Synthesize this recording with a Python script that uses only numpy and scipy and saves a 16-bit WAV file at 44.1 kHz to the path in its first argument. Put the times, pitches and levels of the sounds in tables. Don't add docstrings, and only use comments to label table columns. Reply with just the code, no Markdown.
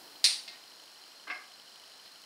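import sys
import numpy as np
from scipy import signal
from scipy.fft import rfft, irfft, next_fast_len
from scipy.io import wavfile
from scipy.ndimage import map_coordinates

SR = 44100
rng = np.random.default_rng(int(sys.argv[2]) if len(sys.argv) > 2 else 0)


def digitize_waveform(pressure):
    field = np.atleast_2d(pressure).T
    bounded = np.clip(field, -1, 1)
    quanta = np.round(bounded * 32767).astype(np.int16)
    wavfile.write(sys.argv[1], SR, quanta)


N = 99225


# start in seconds, crack, stick ring and rod ring levels in dB,
# contact cut-off in Hz, room gain in dB.
STICK_BLOWS = [(0.2415, -0.5, -29.5, -41.5, 17000, 3.5), (0.4779, -23, -52.5, -51, 4500, -1),
               (0.528, -35, -65, -57, 2130, 2.5)]
# frequency in Hz, relative level in dB.
CRACK_SPECTRUM = [(60, -61), (160, -44), (350, -42), (700, -25), (1400, -24), (2100, -11.5), (3200, -7),
                  (4150, 4), (4900, 2), (6200, -6.5), (7600, -12.5), (8900, -7.5), (9500, -7.5),
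                  (10400, -15.5), (12300, -24), (15500, -30)]
# frequency in Hz, relative level in dB, 60 dB decay time in seconds.
STICK_MODES = [(3497, -10, .36), (3672, -5, .3), (3925, -7, .4), (4097, 0, .31), (4174, -4, .26),
               (4232, -2, .3), (4548, -7, .52), (4582, -6, .33), (4802, 2, .28), (5042, -4, .25),
               (5284, -1, .22), (5611, -4, .32), (5857, -13, .3), (6457, -13, .22), (8925, -11, .36),
               (9050, -13, .33)]
ROD_MODES = [(1879, 0, .22), (2107, -4, .2), (2601, -6, .25), (2751, -6, .25)]
def stick():
    out = np.zeros(N)
    for start, crack_db, stick_db, rod_db, cut_hz, room_db in STICK_BLOWS:
        crack = signal.fftconvolve(impact(CRACK_SPECTRUM, cut_hz), room(room_db, smear_s=0.000777))
        add(out, start, amp(crack_db) * crack)
        for modes, db in (STICK_MODES, stick_db), (ROD_MODES, rod_db):
            add(out, start, amp(db) * ring(modes, cut_hz, attack_s=0.00067, rough=0.73, flutter_hz=56.94))
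    return out


# start in seconds, thud and ring levels in dB, contact cut-off in Hz,
# room gain in dB.
BAR_BLOWS = [(1.2709, -29, -63, 1391, 2.5), (1.277, -25.5, -74, 6500, 0.5),
             (1.3002, -15.5, -32.5, 6100, -5.5), (1.3093, -16, -69, 6360, -5)]
# frequency in Hz, relative level in dB.
THUD_SPECTRUM = [(60, -45), (140, -45), (290, -11), (480, -17), (720, -5.5), (930, -13), (1170, 0),
                 (1380, -10.5), (1630, 4.5), (1860, -10.5), (2090, 5), (2350, -5.5), (2620, -4),
                 (2950, -11), (4700, -17), (5200, -12), (6200, -28), (14000, -40)]
# frequency in Hz, relative level in dB, 60 dB decay time in seconds.
BAR_MODES = [(737, -16, .36), (1150, -14, .32), (1202, -17, .25), (1624, -3, .27), (1705, -11, .18),
             (2003, -9, .16), (2075, -6, .13), (2125, 1, .24), (2173, -9, .2), (2631, -9, .2),
             (5130, -16, .28)]
def bar():
    out = np.zeros(N)
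    for start, thud_db, ring_db, cut_hz, room_db in BAR_BLOWS:
        thud = signal.fftconvolve(impact(THUD_SPECTRUM, cut_hz), room(room_db, smear_s=0.00113))
        add(out, start, amp(thud_db) * thud)
        add(out, start, amp(ring_db) * ring(BAR_MODES, cut_hz, attack_s=0.0048, rough=0.3, flutter_hz=59))
    return out


def impact(spectrum, cut_hz, size=2048):
    hz = np.fft.rfftfreq(size, 1 / SR)
    cepstrum = irfft(np.log(amp(along(spectrum, hz)) * softness(hz, cut_hz)))
    folded = np.r_[cepstrum[0], 2 * cepstrum[1:size // 2]]
    pulse = irfft(np.exp(rfft(folded, size)))
    return pulse / np.linalg.norm(pulse)


def ring(modes, cut_hz, attack_s, rough, flutter_hz):
    t = np.arange(SR) / SR
    out = np.zeros(len(t))
    for hz, db, t60 in modes:
        knots = rng.standard_normal((2, 256))
        in_phase, quadrature = (rough * map_coordinates(k, [t * flutter_hz], mode="mirror") for k in knots)
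        phase = 2 * np.pi * (hz * t + rng.random())
        level = amp(db - 60 * t / t60) * softness(hz, cut_hz)
        out += level * ((1 + in_phase) * np.sin(phase) + quadrature * np.cos(phase))
    return out * (1 - np.exp(-t / attack_s))


def softness(hz, cut_hz):
    return 1 / np.sqrt(1 + (hz / cut_hz) ** 6)


# delay in seconds, relative level in dB.
WALL_ECHOES = [(.0073, -2.5), (.0112, -1), (.0156, -6.5), (.0199, -3), (.0243, -10)]
# frequency in Hz, reverberation time in seconds.
REVERB_TIMES = [(200, 0.46), (1000, .48), (2500, 0.35), (4500, 0.41), (9000, 0.35), (14000, 0.34)]
# frequency in Hz, relative level in dB.
TAIL_SPECTRUM = [(300, 1.5), (1300, 3.5), (2500, 4.5), (4500, -4.5), (7000, -1), (9000, 4.5), (13000, -2)]
def room(room_db, smear_s):
    rise_s, scatter_t60_s = 0.02, 0.082
    hz, t, bands = signal.stft(rng.standard_normal(SR), SR, nperseg=256)
    decay_db = 60 * t / along(REVERB_TIMES, hz)[:, None]
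    tail = signal.istft(bands * amp(along(TAIL_SPECTRUM, hz)[:, None] - decay_db), SR, nperseg=256)[1]
    t = np.arange(len(tail)) / SR
    tail *= 1 - np.exp(-t / rise_s)
    scatter = rng.standard_normal(len(t)) * amp(-60 * t / scatter_t60_s)
    response = amp(4) * tail / np.linalg.norm(tail) + amp(1) * scatter / np.linalg.norm(scatter)
    response *= amp(room_db)
    direct, floor = (0, 0), (0.0037, 2.5)
    walls = [(delay, db + room_db) for delay, db in WALL_ECHOES]
    for delay, db in [direct, floor] + walls:
        add(response, delay, amp(db) * smear(smear_s))
    return response


def smear(length_s, size=512):
    age = np.arange(size) / SR / length_s
    envelope = age * np.exp(-age)
    click = rng.standard_normal(size)
    for _ in range(4):
        click = irfft(np.exp(1j * np.angle(rfft(click * envelope))))
    return click


# peak time in seconds, Gaussian width in seconds, level in dB.
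STROKES = [(1.854, 0.027, -62.5), (1.943, 0.018, -61), (2.062, 0.0081, -53)]
# frequency in Hz, relative level in dB.
RUB_SPECTRUM = [(200, -6.5), (700, 4), (2500, 1), (4800, 9), (6500, -10), (14000, -16)]
def threads():
    t = np.arange(N) / SR
    envelope = sum(amp(db) * np.exp(-0.5 * ((t - peak) / width) ** 2) for peak, width, db in STROKES)
    return envelope * noise(lambda hz: amp(along(RUB_SPECTRUM, hz)))


# frequency in Hz, gain in dB.
BUZZ_FILTER = [(1500, -36), (4000, 2.5), (9500, -11.5), (12000, -12)]
def interference():
    pip_hz, pip_width_s, pip_period_s, pip_lead_s = 3045, 0.0013, 0.04, 0.000433
    tick_period_s, tick_lead_s = 0.02, 0.0013
    t, pips, ticks = np.arange(N) / SR, np.zeros(N), np.zeros(N)
    for k in range(1, int(N / SR / pip_period_s) + 1):
        offset = t - k * pip_period_s + pip_lead_s
        level = amp(-48 + k % 2 * rng.uniform(-14, -1))
        envelope = np.exp(-0.5 * (offset / pip_width_s) ** 2)
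        pips += level * envelope * np.sin(2 * np.pi * (pip_hz * offset + rng.random()))
    for beat in np.arange(tick_period_s, N / SR, tick_period_s):
        add(ticks, beat - tick_lead_s, amp(-30 + rng.normal(0, 1.7)) * smear(length_s=0.0003))
    return pips + filtered(ticks, lambda hz: amp(along(BUZZ_FILTER, hz)))


# frequency in Hz, relative level in dB.
HISS_SPECTRUM = [(25, -43), (60, -27), (120, -12.5), (210, -5.5), (400, -2.5), (700, 0), (1650, -0.5),
                 (2200, -4.5), (3000, 0.5), (3750, -3), (4150, 1), (4600, 3.5), (5550, 1), (6200, -10.5),
                 (9700, -9), (10500, -13), (15500, -19)]
LOW_RING_SPECTRUM = [(100, -21), (240, -6.5), (340, 0.5), (450, -7), (700, 1), (1400, -12), (3000, -15)]
# centre in Hz, half-width in Hz, level in dB.
WHINE_BANDS = [(4180, 45, -63), (4140, 150, -66.5), (6700, 150, -74.5), (7780, 100, -79), (9900, 130, -82)]
def background():
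    t = np.arange(N) / SR
    out = amp(-55.5) * noise(lambda hz: amp(along(HISS_SPECTRUM, hz)))
    for centre, width, db in WHINE_BANDS:
        out += amp(db) * noise(lambda hz: 1 / (1 + ((hz - centre) / width) ** 2))
    fade = amp(-56.5 - 14.5 * t)
    return out + fade * noise(lambda hz: amp(along(LOW_RING_SPECTRUM, hz)))


# frequency in Hz, relative gain in dB.
SIDE_TILT = [(30, -19), (120, -18), (600, -9.5), (1400, -10), (3000, -26), (8000, -59.5)]
def hiss_width():
    return amp(-78) * noise(lambda hz: amp(along(HISS_SPECTRUM, hz) + along(SIDE_TILT, hz)))


def amp(db):
    return 10 ** (np.asarray(db) / 20)


def along(points, hz):
    frequencies, values = np.transpose(points)
    return np.interp(np.log(hz + 1), np.log(frequencies + 1), values)


def filtered(x, response):
    size = next_fast_len(N + SR // 2)
    return irfft(rfft(x, size) * response(np.fft.rfftfreq(size, 1 / SR)), size)[..., :N]


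def noise(response):
    x = filtered(rng.standard_normal(N), response)
    return x / np.sqrt(np.mean(x ** 2) + 1e-20)


def add(track, start_s, sound):
    i = max(0, round(start_s * SR))
    track[i:i + len(sound)] += sound[:max(0, len(track) - i)]


def scene():
    blows = stick() + bar()
    mid = blows + threads() + background() + interference()
    side = hiss_width() + amp(-48.5) * filtered(blows, lambda hz: 1j)
    return np.array([mid + side, mid - side])


def record(dry):
    return filtered(dry, lambda hz: hz < 15750)


dry = scene()
out = record(dry)
digitize_waveform(out)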